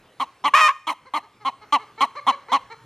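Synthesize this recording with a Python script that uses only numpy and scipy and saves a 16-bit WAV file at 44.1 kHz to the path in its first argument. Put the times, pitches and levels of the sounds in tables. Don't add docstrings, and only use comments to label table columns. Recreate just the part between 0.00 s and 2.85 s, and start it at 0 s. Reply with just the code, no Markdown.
import sys
import numpy as np
from scipy import signal
from scipy.io import wavfile
from scipy.ndimage import uniform_filter1d

SR = 44100
rng = np.random.default_rng(int(sys.argv[2]) if len(sys.argv) > 2 else 0)


def file_out(sig):
    cols = np.atleast_2d(sig).T
    lim = np.clip(cols, -1, 1)
    pcm = np.round(lim * 32767).astype(np.int16)
    wavfile.write(sys.argv[1], SR, pcm)


N = 125685

# t/s, level/dB, f/Hz, roughness/1
SQUAWK_CONTOUR = [(.536, -17.5, 545.6, 0.26), (0.542, -7, 545.2, 0.31), (0.556, -5.5, 613.5, 0),
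                  (0.574, -4, 631.8, .25), (0.6, -4, 629.8, 0.41), (0.619, -5, 621.4, 0.04),
                  (0.672, -5, 608.3, 0), (0.681, -6.5, 592.8, 0.3), (0.695, -6.5, 547.2, 0.55),
                  (0.7, -14.5, 554, 0.18), (0.714, -13.5, 585.5, 0.2), (0.725, -41.5, 470, 0.2)]
# f/Hz, relative level/dB
SQUAWK_SPECTRUM = [(150, -58), (300, -16.5), (610, -18), (850, -2), (1060, 12.5), (1250, 1.5), (1500, 0),
                   (1850, -3), (2460, -2), (4300, -22), (5500, -20), (11900, -37.5), (16000, -63)]
# start t/s, length t/s, effort level/dB, top f/Hz, share of length at top/1,
# starting share of top f/1, starting level step/dB, roughness/1 before the tail
NEAR_CLUCKS = [(0.197, 0.051, -22, 269.8, 0.29, 0.8, -8.5, 0.45),
               (0.438, 0.058, -17.5, 296.6, 0.44, 0.79, -13.5, 0.54),
               (0.868, 0.066, -16.5, 312.8, 0.28, 0.91, -8, 0.54),
               (1.136, 0.058, -18, 312.2, 0.43, 0.83, -1.5, 0.41),
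               (1.448, 0.055, -19.5, 274.5, 0.45, 0.89, -7.5, 0.28),
               (1.723, 0.0526, -14.5, 297, 0.24, 0.94, -4.5, 0.03),
               (2.006, 0.053, -16, 280, 0.393, .92, -2.5, 0.36),
               (2.265, 0.054, -14.5, 278.6, 0.47, 0.7, -11.5, 0.25),
               (2.517, 0.061, -15.5, 285, 0.42, 0.67, -7, 0.41)]
# f/Hz, level/dB
RESONANCES = [(280, -14.5), (560, -20), (870, -2.5), (1130, 8), (2200, -9.5), (3100, -10), (4200, -19),
              (5900, -31), (9500, -39.5)]
POLE_WIDTHS = [200, 300, 260, 190, 430, 480, 460, 1900, 5000]
# f/Hz, level/dB per share of pitch still to climb
SHUT_BEAK_LEVEL = [(1200, -2), (2200, -23), (3100, -6.5)]
# f/Hz, share of f per share of pitch still to climb/1
SHUT_BEAK_SHIFT = [(2200, 0.26), (3100, 0.89), (4200, 0)]
# start t/s, length t/s, effort level/dB, top f/Hz
DISTANT_CLUCKS = [(1.053, 0.042, -41.5, 529), (1.223, 0.0386, -47, 430.6), (1.403, 0.04, -45.5, 427),
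                  (1.613, 0.037, -44, 429), (1.789, 0.056, -43.5, 434), (1.977, 0.051, -36.5, 455),
                  (2.152, 0.049, -32.5, 581), (2.31, 0.043, -31.5, 577.3), (2.484, 0.074, -35, 527),
                  (2.699, 0.047, -38.5, 458.6)]
# f/Hz, relative level/dB
FAR_SPECTRUM = [(250, 18), (450, 19.5), (1100, -0.5), (1700, 19), (3300, -7), (3900, 13.5), (12000, -7)]
# f/Hz, time to fall by 60 dB t/s
YARD_DECAY = [(1200, 0.45), (8000, 0.54)]
# f/Hz, relative density level/dB per Hz
WASH_SPECTRUM = [(25, -26), (100, -10.5), (220, -12.5), (1100, -11), (12000, -38), (16000, -62)]
# t/s, level/dB
HUM_CONTOUR = [(0, -74), (2.697, -64), (2.85, -49.5)]
# f/Hz, side over mid level/dB
SIDE_SPECTRUM = [(500, -60), (2000, -29), (4000, -8), (15000, -1)]

SECOND_HZ = 1052.5
SECOND_DB = -10.5
FLUTTER, FLUTTER_PER_ROUGH = 0.16, 0.78
ATTACK_S, END_DB, END_PITCH, ROUGH_TAIL = 0.00044, -11, 0.74, 0.67
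DULL = 0.34
REOPEN, REOPEN_AT = 0.14, 0.452
BEAK_FOLLOWS = 0.75
WANDER_DB = 3
FAR_START_HZ, FAR_ENDS_DB, FAR_ROUGH = 413.6, -6.5, 0.22
NEAR_WET_DB, FAR_WET_DB, FENCE_S = -23.5, -9, 0.022
WASH_DB, HUM_HZ, HUM_WIDTH_HZ = -56.5, 119.5, 5.5
PORT_TURN, PORT_DRIFT = 1.7, 0.8
DUCK_FROM_DB, DUCK_SHARE, RECOVER_DB_PER_S, GRAB_S = -12.5, 1, 9, 0.0007
CEILING, FLOOR = 0.79, -0.64
EDGE_HZ = 16000


def squawk():
    s, *columns = np.transpose(SQUAWK_CONTOUR)
    t = np.arange(s[0], s[-1], 1 / SR)
    level_db, hz, rough = (np.interp(t, s, column) for column in columns)
    depth = np.minimum(FLUTTER + FLUTTER_PER_ROUGH * rough, 0.3)
    phase_wander = 1.2 * evened(uniform_filter1d(rng.standard_normal(len(t)), size=400))
    second = 2 * np.pi * SECOND_HZ * t + phase_wander
    beat = 4 * np.pi * np.cumsum(hz) / SR - second
    flutter = depth * (np.cos(beat) + 0.6 * np.cos(2 * beat))
    call = voice(hz, level_db, rough, lambda x: colour(x, SQUAWK_SPECTRUM), flutter, wobble=0.2)
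    second_tone = depth * gain_of(level_db + SECOND_DB) * np.cos(second)
    add(call, 0, colour(second_tone, SQUAWK_SPECTRUM))
    return s[0], call


def cluck(start, length, effort_db, top_hz, top, first, step_db, rough):
    t = np.arange(0, length, 1 / SR)
    rise = np.clip(1 - t / length / top, 0, 1)
    fall = np.clip((t / length - top) / (1 - top), 0, 1)
    hz = top_hz * (1 - (1 - first) * rise ** 1.56 - (1 - END_PITCH) * fall ** 2)
    snap_db = -30 * np.clip(1 - t / ATTACK_S, 0, 1)
    level_db = effort_db + snap_db + step_db * rise ** 4.3 + END_DB * fall ** 3.7
    scale = 1 + BEAK_FOLLOWS * (hz / top_hz - 1)
    shut = (1 - first) * rise
    return start, voice(hz, level_db, rough + ROUGH_TAIL * fall ** 2, lambda x: throat(x, scale, shut))


def voice(hz, level_db, rough, tract, flutter=0, wobble=0.12):
    shake, noise = rng.standard_normal((2, 9000))[:, :len(hz)]
    jitter = wobble * rough * evened(uniform_filter1d(shake, size=90))
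    turns = np.cumsum(hz * (1 + jitter)) / SR - 0.36
    k = np.arange(1, int(16000 / hz.max()))[:, None]
    octaves = np.log2(np.maximum(k * hz / 1000, 1))
    dull = gain_of(DULL * (level_db - level_db.max()) * octaves)
    reopening = REOPEN * np.tanh(k * hz / 4000) * np.cos(2 * np.pi * k * (turns - REOPEN_AT))
    snaps = np.cos(2 * np.pi * k * turns) + reopening
    breath = signal.lfilter([1, -0.6], 1, noise)
    puffs = evened((0.34 + np.exp(-(turns % 1) / 0.5)) * breath) * dull[len(k) // 4]
    pulses = (dull * snaps).sum(0) / np.sqrt(len(k) / 2) * (1 + flutter)
    drive = np.clip(1 - rough, 0, 1) * pulses + abs(rough) * puffs
    ringing = tract(np.r_[-drive * gain_of(level_db), np.zeros(1500)])
    return ringing / np.sqrt(np.mean(tract(drive) ** 2))


def throat(x, scale, shut=0.):
    scale, shut = (np.pad(c * np.ones(len(scale)), (0, len(x) - len(scale)), "edge") for c in (scale, shut))
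    out = 0
    for k, ((hz, db), width) in enumerate(zip(RESONANCES, POLE_WIDTHS)):
        centre = scale ** min(1, (3000 / hz) ** 2) + read(SHUT_BEAK_SHIFT, hz) * shut
        turn = np.exp(2j * np.pi * hz * np.cumsum(centre) / SR)
        wander = evened(uniform_filter1d(rng.standard_normal(9000), size=550))[:len(x)]
        db = db + (hz > 1500) * WANDER_DB * wander
        gain = (-1) ** k * gain_of(db + read(SHUT_BEAK_LEVEL, hz) * shut)
        r = np.exp(-np.pi * width / SR)
        ring = signal.lfilter([(1 - r) ** 2], [1, -2 * r, r * r], x / turn)
        out = out + gain * (turn * ring).real
    return out


def far_cluck(start, length, effort_db, top_hz):
    u = 2 * np.arange(0, length, 1 / SR) / length - 1
    drop_hz = np.where(u < 0, top_hz - FAR_START_HZ, 0.103 * top_hz)
    hz = top_hz - drop_hz * u ** 2
    level_db = effort_db + FAR_ENDS_DB * u ** 2
    return start, voice(hz, level_db, FAR_ROUGH,
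                        lambda x: colour(throat(x, np.ones_like(hz)), FAR_SPECTRUM))


def yard(x):
    taps, first = np.zeros(SR), int(FENCE_S * SR)
    at = np.arange(0, SR - 20, 20) + rng.integers(0, 20, SR // 20 - 1)
    taps[at] = rng.choice([-1., 1.], len(at)) * (at > first)
    hz, t, z = signal.stft(taps, SR, nperseg=256)
    decay = gain_of(-60 * t / read(YARD_DECAY, hz)[:, None])
    tail = signal.istft(z * decay, SR, nperseg=256)[1]
    return signal.fftconvolve(x, tail / np.linalg.norm(tail))[:N]


def outdoor_wash():
    frames, hz = N // 256 + 5, np.fft.rfftfreq(1024, 1 / SR)
    a, b, patches = rng.standard_normal((frames, 513, 3)).T
    patches = uniform_filter1d(patches, size=12, axis=0)
    patches = evened(uniform_filter1d(patches, size=14, axis=1))
    z = (a + 1j * b) * gain_of(read(WASH_SPECTRUM, hz)[:, None] + 2.9 * patches)
    return gain_of(WASH_DB) * evened(signal.istft(z, nperseg=1024, noverlap=768)[1][:N])


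def low_hum():
    peak = signal.iirpeak(HUM_HZ, HUM_HZ / HUM_WIDTH_HZ, SR)
    hum = evened(signal.lfilter(*peak, rng.standard_normal(N)))
    return gain_of(np.interp(np.arange(N) / SR, *np.transpose(HUM_CONTOUR))) * hum


def colour(x, points):
    level_db = np.maximum(read(points, abs(np.fft.fftfreq(8192, 1 / SR))), -100)
    log_gain = np.log(gain_of(level_db))
    taps = np.fft.ifft(np.exp(np.conj(signal.hilbert(log_gain)))).real[:2048]
    return signal.oaconvolve(x, taps)[:len(x)]


def gain_of(db):
    return 10 ** (np.asarray(db) / 20)


def evened(x):
    return x / np.sqrt(np.mean(x ** 2) + 1e-20)


def read(points, hz):
    f, value = np.transpose(points)
    return np.interp(np.log(hz + 1), np.log(f + 1), value)


def add(mix, s, sound):
    part = mix[round(s * SR):][:len(sound)]
    part += sound[:len(part)]


def scene():
    near, far = np.zeros((2, N))
    add(near, *squawk())
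    for row in NEAR_CLUCKS:
        add(near, *cluck(*row))
    for row in DISTANT_CLUCKS:
        add(far, *far_cluck(*row))
    echoes = yard(gain_of(NEAR_WET_DB) * near + gain_of(FAR_WET_DB) * far)
    mid = near + far + echoes + outdoor_wash() + low_hum()
    hz, _, z = signal.stft(mid, SR, nperseg=256, noverlap=192)
    drift = uniform_filter1d(rng.standard_normal(z.shape), size=6, axis=0)
    drift = evened(uniform_filter1d(drift, size=30, axis=1))
    z = z * gain_of(read(SIDE_SPECTRUM, hz)[:, None]) * np.exp(1j * (PORT_TURN + PORT_DRIFT * drift))
    side = signal.istft(z, nperseg=256, noverlap=192)[1][:N]
    return np.array([mid + side, mid - side])


def record(dry):
    power = uniform_filter1d((dry ** 2).mean(0), size=600, origin=299)
    power_db = 10 * np.log10(abs(power) + 1e-12)
    fall = np.arange(N) * RECOVER_DB_PER_S / SR
    held_db = np.maximum.accumulate(power_db + fall) - fall
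    over_db = np.maximum(held_db - DUCK_FROM_DB, 0)
    r = np.exp(-1 / (GRAB_S * SR))
    ducked = dry / gain_of(DUCK_SHARE * signal.lfilter([1 - r], [1, -r], over_db))
    clipped = np.clip(ducked, FLOOR, CEILING)
    low_pass = signal.firwin(511, EDGE_HZ, window=("kaiser", 9), fs=SR)
    return signal.oaconvolve(clipped, low_pass[None], "same")


dry = scene()
out = record(dry)
file_out(out)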